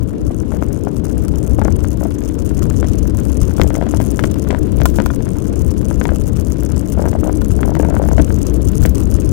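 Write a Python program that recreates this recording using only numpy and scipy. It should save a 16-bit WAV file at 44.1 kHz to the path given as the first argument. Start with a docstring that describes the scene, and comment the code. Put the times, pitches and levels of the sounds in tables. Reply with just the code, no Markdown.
"""Bicycle on a tarmac lane

Wind and road shake rumble in the two microphone ports of a camera on a bicycle, far more in the left,
and the shaken housing spits short bursts of fizz. The tyres hiss underneath. Over bumps the loose
mount chatters in runs of dull knocks, and now and then metal on the bicycle clanks."""
import sys
import numpy as np
from scipy import signal
from scipy.fft import rfft, irfft
from scipy.io import wavfile
from scipy.ndimage import uniform_filter1d

SR = 44100
rng = np.random.default_rng(int(sys.argv[2]) if len(sys.argv) > 2 else 0)


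def dump_mix(stems):
    """Bounce the given channels to the path in sys.argv[1] as a 16-bit WAV at rate SR."""
    frames = np.atleast_2d(stems).T  # one column per channel
    limited = np.clip(frames, -1, 1)  # hard clip at full scale
    pcm = np.round(limited * 32767).astype(np.int16)
    wavfile.write(sys.argv[1], SR, pcm)


N = 411012
TIME, FREQ = np.arange(N) / SR, np.fft.rfftfreq(N, 1 / SR)


def amp(db):
    """Decibels to gain."""
    return 10 ** (np.asarray(db) / 20)


def unit(x):
    """Scales to rms 1."""
    return x / np.sqrt(np.mean(x ** 2) + 1e-20)


def colour(points, hz, port=0):
    """Gain of an EQ curve at hz, on a log-frequency axis; port 0 is left, 1 is right."""
    columns = np.transpose(points)
    return amp(np.interp(np.log(hz + 1), np.log(columns[0] + 1), columns[1 + port]))


def curves(rows):
    """One automation curve for each column after the time."""
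    times, *columns = np.transpose(rows)
    return [np.interp(TIME, times, column) for column in columns]


def shape(x, gain):
    """Filters x by a gain for every frequency."""
    return irfft(rfft(x) * gain, N)


def noise(gain):
    """Coloured noise."""
    return shape(rng.standard_normal(N), gain)


def steadied(x, size=5000):
    """Holds the power of x near 1 over spans of about size samples; faster detail stays."""
    power = uniform_filter1d(uniform_filter1d(x ** 2, size), size)
    return x / np.sqrt(abs(power) + 1e-20)


def add(mix, start_s, sound):
    """Mixes a sound in at start_s."""
    part = mix[..., max(round(start_s * SR), 0):][..., :sound.shape[-1]]
    part += sound[..., :part.shape[-1]]


def jolts(slow_hz=16, fast_hz=200):
    """Random jolting, about as strong in every octave from slow to fast."""
    low_cut = FREQ / np.hypot(FREQ, slow_hz)
    return unit(noise(low_cut / np.sqrt(FREQ + slow_hz) / (1 + (FREQ / fast_hz) ** 2)))


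# Tyre tone through the housing's resonances. Each row: frequency in Hz, relative level in dB.
TYRE_EQ = [(200, 15.5), (820, -0.5), (1030, 11), (1230, -3), (1450, 2.5), (2000, -4.5), (2950, -2.5),
           (4200, -9), (9000, -14), (13000, -18.5), (16000, -26)]
# How hard the tyres hiss. Each row: time in seconds, level in dB.
TYRE_LEVEL = [(0, -48), (1.2, -45.5), (2.2, -44.5), (3.3, -42.5), (4.3, -41), (5.3, -43.5), (6.5, -44.5),
              (7.6, -44), (8.7, -43), (9.32, -43)]


def tyres(grit_db=4.5):
    """Rubber hisses on coarse tarmac, a gritty bed under everything."""
    level = amp(curves(TYRE_LEVEL)[0] + grit_db * jolts())
    return np.array([level * unit(noise(colour(TYRE_EQ, FREQ))) for _ in range(2)])


# Puffs of air. Each row: centre in seconds, length in seconds, level at the crest in dB, cutoff in Hz.
AIR_PUFFS = [(0.228, 0.45, -25, 260), (0.308, 0.022, -30, 850), (1.194, 0.074, -26, 350),
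             (4.298, 0.25, -28, 300), (4.752, 0.029, -26, 400), (5.366, 0.014, -30, 880),
             (5.53, 0.093, -23, 403), (8.658, 0.078, -35, 500), (8.997, 0.031, -29, 800)]


def eddies():
    """Now and then a soft puff of turbulence crosses the right port."""
    out = np.zeros((2, N))
    for centre, length, level_db, cutoff_hz in AIR_PUFFS:
        lowpass = signal.butter(3, cutoff_hz, fs=SR, output="sos")
        air = signal.sosfilt(lowpass, rng.standard_normal(SR))[-round(length * SR):]
        add(out[1], centre - length / 2, amp(level_db) * unit(air) * np.hanning(len(air)))
    return out


def spits(jolt, max_per_s, clump_db, scatter_db, decay_s, rise_s=0.00006, threshold=-0.34):
    """Power envelope of tiny sharp spits, which crowd together when the jolt passes a threshold."""
    chance = max_per_s / SR / (1 + np.exp(4 * (threshold - jolt)))
    at = np.flatnonzero(rng.random(N) < chance)
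    level_db = clump_db * np.minimum(jolt[at], 2) + scatter_db * (2 * rng.random(N)[at] + 1)
    train = np.zeros(N)
    train[at] = amp(level_db) ** 2
    t = np.arange(SR // 40) / SR
    burst = (1 - np.exp(-t / rise_s)) * np.exp(-t / decay_s)
    return abs(signal.oaconvolve(train, burst ** 2)[:N])


# Tone of the fizz. Each row: frequency in Hz, relative level in dB for the left, then for the right.
FIZZ_EQ = [(400, -100, -100), (1300, -74.5, -124), (1850, -100.5, -80), (2760, -81.5, -88.5),
           (3900, -89.5, -89), (5000, -80.5, -81), (6450, -71, -82.5), (7700, -76.5, -78),
           (9330, -74, -83.5), (12100, -82.5, -85), (13800, -79.5, -93), (15500, -79, -100),
           (16400, -109, -110)]


def housing_fizz(port, jolt, max_per_s, clump_db, scatter_db, mid_decay_s, trim_db):
    """The shaken housing spits noise: short spits are bright, longer ones duller."""
    spectrum = unit(colour(FIZZ_EQ, FREQ, port))
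    treble_tilt = 2 * np.log2(np.maximum(FREQ, 2000) / 8000)
    out = np.zeros(N)
    for brightness, decay_s in ((1, mid_decay_s / 2), (-1.43, mid_decay_s * 2)):
        power = spits(jolt, max_per_s, clump_db, scatter_db, decay_s)
        crackle = unit(np.sqrt(power) * rng.standard_normal(N))
        out += shape(crackle, spectrum * amp(brightness * treble_tilt))
    return steadied(out) * amp(curves(RIDE_LEVELS)[2] + gusts_db()[1] + trim_db)


# Modes of the struck metal. Each row: frequency in Hz, relative level in dB, 60 dB decay in seconds.
METAL_MODES = [(673, -1, 0.024), (790, 3.5, 0.0087), (1028, -6.5, 0.049), (1160, -2, 0.016),
               (1435, -1.5, 0.03), (1810, -9, 0.02), (2400, -12, .015), (3420, -13.5, 0.018)]
# Metal hits. Each row: start in seconds, gain of the crack in dB, gain of the ring in dB.
METAL_HITS = [(.519, -51, -38), (.883, -52, -41), (2.628, -22, -32), (3.58, -48, -25), (3.6147, -20, -43),
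              (4.1925, -29, -29), (4.2385, -29, -40), (4.506, -45, -34), (4.8556, -7, -6),
              (4.961, -24, -35), (5.060, -18, -16), (5.1027, -53, -18.5), (7.417, -26, -25),
              (8.827, -23, -29), (8.852, -45, -40), (8.858, -13, -48)]


def clanks(crack_t60=0.016, tail_t60=0.38, tail_db=-29, rise_s=0.00034):
    """Metal strikes metal: a bright crack, a thin tail, and a short ring carried by the mount."""
    out, t = np.zeros((2, N)), np.arange(SR // 2) / SR
    highpass = signal.butter(2, 2500, "high", fs=SR, output="sos")
    attack = 1 - np.exp(-t / rise_s)
    envelope = attack * (amp(-60 * t / crack_t60) + amp(tail_db - 60 * t / tail_t60))
    crack_pan, ring_pan = amp([[-2], [0]]), amp([[0], [-22]])  # the crack is wide, the ring sits left
    for start, crack_db, ring_db in METAL_HITS:
        crack = signal.sosfilt(highpass, rng.standard_normal((2, len(t)))) * envelope * amp(crack_db)
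        ring = attack * sum(amp(db - 60 * t / t60) * np.sin(2 * np.pi * (hz * t + rng.random()))
                            for hz, db, t60 in METAL_MODES)
        ring *= amp(ring_db) / np.sqrt(np.mean(ring[:SR // 250] ** 2))  # the first 4 ms set the level
        add(out, start, crack * crack_pan + ring * ring_pan)
    return out


# Tone of one contact in the mount. Each row: frequency in Hz, relative level in dB.
CONTACT_EQ = [(10, -40), (60, 4), (200, -2), (500, 0.5), (850, -3), (1200, -11), (1600, -13), (2400, -18.5),
              (4000, -25.5), (8000, -30), (16000, -73)]
# Resonances of mount and housing. Each row: frequency in Hz, width in Hz, relative level in dB.
MOUNT_MODES = [(310, 120, 2), (536, 40, -1), (637, 150, 10), (966, 54, 8), (1183, 50, -2.5),
               (1470, 380, 13), (1870, 210, -1), (2125, 150, 6), (3220, 130, 3)]
KNOCK_SAMPLES = 2048  # the attack lands a quarter of the way in


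def knock(level_db, hardness, echo_spread=0.46, detune=0.047):
    """A contact pulse, a quick echo and the mount's brief ring; hardness tilts the upper mids."""
    hz = np.fft.rfftfreq(KNOCK_SAMPLES, 1 / SR)
    pulse = colour(CONTACT_EQ, hz) * amp(hardness * np.log2(np.clip(hz / 800, 1, 4)))
    ring = 0
    for strength, (mode_hz, width, db) in zip(rng.uniform(0, 1.8, len(MOUNT_MODES)), MOUNT_MODES):
        tuned_hz = mode_hz * (1 + detune * rng.standard_normal())
        ring += strength * amp(db) * width / (width + 2j * (hz - tuned_hz))
    echo_gain, echo_s = echo_spread * rng.standard_normal(), rng.uniform(0.00096, 0.00472)
    spectrum = pulse * (1 + ring) * (1 + echo_gain * np.exp(-2j * np.pi * hz * echo_s))
    # the level counts the part above 600 Hz, spread over 5 ms
    power = np.sum(irfft(spectrum * (hz > 600)) ** 2) / (0.005 * SR)
    return -amp(level_db) * np.roll(irfft(spectrum), KNOCK_SAMPLES // 4) / np.sqrt(power)


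# Rough patches. Each row: start in seconds, length in seconds, level in dB, hardness in dB per octave.
ROUGH_TARMAC = [(0.57, 0.025, -27.5, -8), (1.586, 0.095, -20, -7), (2.844, 0.015, -21, -7),
                (3.645, 0.15, -25, -11), (4.528, 0.03, -18.5, -16), (5.911, 0.015, -25, -6),
                (6.071, 0.05, -23.5, -10), (6.975, 0.105, -20.5, -14), (7.131, 0.03, -18, -14),
                (7.233, 0.05, -20, -14), (7.591, 0.13, -22.5, -15), (7.752, 0.39, -19.5, -8)]


def rattles(per_s=50, jitter=0.2, spread_db=3.5, hardness_spread=6, rest_s=0.014):
    """The loose mount bounces unevenly on rough tarmac, resting near hard bumps; rows as in BUMPS."""
    bounces, bump_times = [], np.transpose(BUMPS)[0]
    for start, length, level_db, hardness in ROUGH_TARMAC:
        gap, strength, edge = rng.standard_normal((32, 3)).T
        gaps = np.exp(jitter * gap) / per_s
        after = np.cumsum(gaps) - gaps
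        rows = np.column_stack([start + after, level_db + spread_db * strength,
                                hardness + hardness_spread * edge])
        bounces += list(rows[after < length])
    return [row for row in bounces if abs(bump_times - row[0]).min() > rest_s]


# Hard bumps in the road. Each row: start in seconds, level in dB, hardness in dB per octave.
BUMPS = [(0.306, -24.5, -15), (0.519, -22.5, -1), (0.5392, -23, -7), (0.624, -16.5, -4), (0.871, -16, -13),
         (1.6159, -13.5, -6), (1.6527, -14.5, -5), (1.6812, -16, -7), (1.8451, -23.5, 3),
         (2.013, -22.5, -15), (2.03, -19, -12), (2.0532, -17, -7), (2.8283, -20, 0), (3.5975, -11.5, -10),
         (3.615, -11, 8), (3.7045, -19, 0.5), (3.813, -16.5, 3.5), (3.8257, -17, -12), (3.8663, -19.5, 1.5),
         (3.9384, -15.5, -5), (4.0015, -13.5, 6.5), (4.1921, -14.5, 5.5), (4.2385, -13.5, 7),
         (4.5049, -13, 9), (4.802, -21, 3.5), (4.8167, -16, 5), (4.986, -12, 0), (5.001, -13.5, 3.5),
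         (6.0132, -17.5, 4), (6.054, -15, 2.5), (6.0907, -18, 1), (6.9939, -16.5, -13), (7.0555, -15.5, -6),
         (7.2951, -16.5, -8), (7.6307, -16, 6), (7.7977, -13.5, -7.5), (7.8487, -15.5, -4),
         (7.8873, -17.5, -10.5), (7.966, -17, -2), (8.0874, -19, -7), (8.1809, -8, -4), (8.1962, -12.5, -4),
         (8.304, -23.5, 1.5), (8.8524, -12, 8)]


def mount_chatter(ticks=420, tick_db=-39, right_db=-25, rebound_db=-14, loss_db=-5, rebound_s=0.009):
    """Bumps knock the mount and it rebounds three times; its faint ticks grow with the road shake."""
    out, lead_s = np.zeros((2, N)), KNOCK_SAMPLES / 4 / SR
    shake_db = curves(RIDE_LEVELS)[1]
    shake_db -= shake_db.mean()
    for at, (strength, edge) in zip(rng.integers(0, N, ticks), rng.standard_normal((ticks, 2))):
        add(out[0], at / SR - lead_s, knock(tick_db + shake_db[at] + 4.5 * strength, hardness=2 * edge))
    for start, level_db, hardness in list(BUMPS) + rattles():
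        hit = np.array([knock(level_db, hardness), knock(level_db + right_db, hardness)])
        add(out, start - lead_s + 0.0007, hit)
        for k, delay in enumerate(np.cumsum(rebound_s * (0.5 + rng.random(3)))):
            rebound = knock(level_db + rebound_db + k * loss_db, hardness / 2 + 2)
            add(out[0], start - lead_s + delay, rebound)
    return out


def jarring(boost_db=18.5, settle_s=0.019):
    """Gain on the road shake: it jumps at each hard bump and settles quickly."""
    extra, t = np.zeros(N), np.arange(SR // 2) / SR
    for start, level_db, _ in BUMPS:
        add(extra, start, amp(level_db + boost_db) * np.exp(-t / settle_s))
    return np.hypot(1, extra)


# Gusts and lulls. Each row: centre in seconds, length in seconds, wind change in dB, fizz change in dB.
GUSTS_AND_LULLS = [(0.153, 0.21, -13, -11), (0.71, 0.13, 2.5, 1.5), (0.89, 0.14, -11, -5),
                   (2.632, 0.045, 5, 2), (3.425, 0.079, 10.5, 8), (3.643, 0.16, 6, 5.5),
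                   (3.85, 0.14, -3, -20), (4.025, 0.22, 4.5, 0), (4.68, 0.38, -1, -7), (5.637, 0.17, 7, 1),
                   (6.87, 0.24, -5.5, 0.5), (7.525, 0.075, 5.5, 4.5), (8.174, 0.17, 8, 6.5),
                   (8.45, 0.14, 0, 5), (8.589, 0.073, -1, -16), (8.825, 0.074, 7, 1.5)]


def gusts_db():
    """Each gust or lull comes and goes in one smooth arch: a curve for the wind, one for the fizz."""
    change = np.zeros((2, N))
    for centre, length, wind_db, fizz_db in GUSTS_AND_LULLS:
        add(change, centre - length / 2, np.outer([wind_db, fizz_db], np.hanning(round(length * SR))))
    return change


# Fader moves with speed and road surface, ahead of each port's trim.
# Each row: time in seconds, wind in dB, road shake in dB, housing fizz in dB.
RIDE_LEVELS = [(0.0, -20, -25, -50), (0.55, -23.5, -23.5, -52), (0.95, -23.5, -23.0, -48.5),
               (1.65, -16.0, -21.5, -47), (2.2, -25.5, -24, -48.5), (2.7, -17.5, -21.5, -45.5),
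               (3.55, -19.5, -22, -46.5), (3.9, -21.5, -22, -41.5), (4.5, -21.5, -21.0, -47.5),
               (4.85, -15, -21.5, -44.0), (5.25, -24.5, -22.5, -49), (5.9, -19.0, -22, -46.5),
               (6.7, -20.0, -23, -45.5), (7.5, -19, -21, -47), (8.15, -17.5, -21, -46.5),
               (8.45, -19, -21.5, -46.0), (8.85, -16, -21.5, -41.5), (9.32, -18, -22.0, -46)]
# Tone of the rumble. Each row: frequency in Hz, relative level in dB for the left, then for the right.
RUMBLE_EQ = [(11, -44.5, -64), (43, -36, -59), (62.6, -27.5, -28), (103, -35, -65), (164.6, -40, -57.5),
             (205.4, -37.5, -70), (248.4, -42, -73), (302.4, -37, -66.5), (347, -44.5, -95),
             (420, -46.5, -81), (620, -58, -82), (790, -68.5, -101), (1370, -77.5, -100),
             (5240, -120, -120)]


def wind_and_road(port, wind_trim_db, shake_trim_db, swell_depth, flutter_db=1.42, flutter_hz=9.7):
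    """Gusting wind fills a port's deep bass; road shake hums in the housing above it."""
    wind_db, shake_db, _ = curves(RIDE_LEVELS)
    spectrum = colour(RUMBLE_EQ, FREQ, port)
    deep = 1 / (1 + (FREQ / 132) ** 8)  # crossover between wind and shake
    gusting = amp(swell_depth * gusts_db()[0] + flutter_db * jolts(flutter_hz / 2, flutter_hz * 2))
    out = np.zeros(N)
    for share, level_db, trim_db, surge in ((deep, wind_db, wind_trim_db, gusting),
                                            (1 - deep, shake_db, shake_trim_db, jarring())):
        swell_db = level_db.mean() + swell_depth * (level_db - level_db.mean())
        out += surge * amp(swell_db + trim_db) * steadied(noise(spectrum * np.sqrt(share)))
    return out


def scene():
    """The left port takes most of the wind and shaking; the same jolts drive the fizz on both sides."""
    jolt = jolts(slow_hz=13, fast_hz=62.4)
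    left = wind_and_road(port=0, wind_trim_db=6.5, shake_trim_db=6, swell_depth=1)
    left += housing_fizz(port=0, jolt=jolt, max_per_s=280, clump_db=3, scatter_db=19,
                         mid_decay_s=0.00041, trim_db=8.5)
    right = wind_and_road(port=1, wind_trim_db=-15, shake_trim_db=-13, swell_depth=0.61)
    right += housing_fizz(port=1, jolt=jolt, max_per_s=170, clump_db=1.5, scatter_db=22,
                          mid_decay_s=0.0013, trim_db=-5)
    return np.array([left, right]) + eddies() + tyres() + clanks() + mount_chatter()


def record(dry):
    """The loudest swings flatten at full scale, then a steep low-pass takes off the very top."""
    clipped = dry / (1 + dry ** 12) ** (1 / 12)
    lowpass = signal.firwin(511, 16050, window=("kaiser", 9), fs=SR)
    return signal.oaconvolve(clipped, lowpass[None], "same")


dry = scene()
out = record(dry)
dump_mix(out)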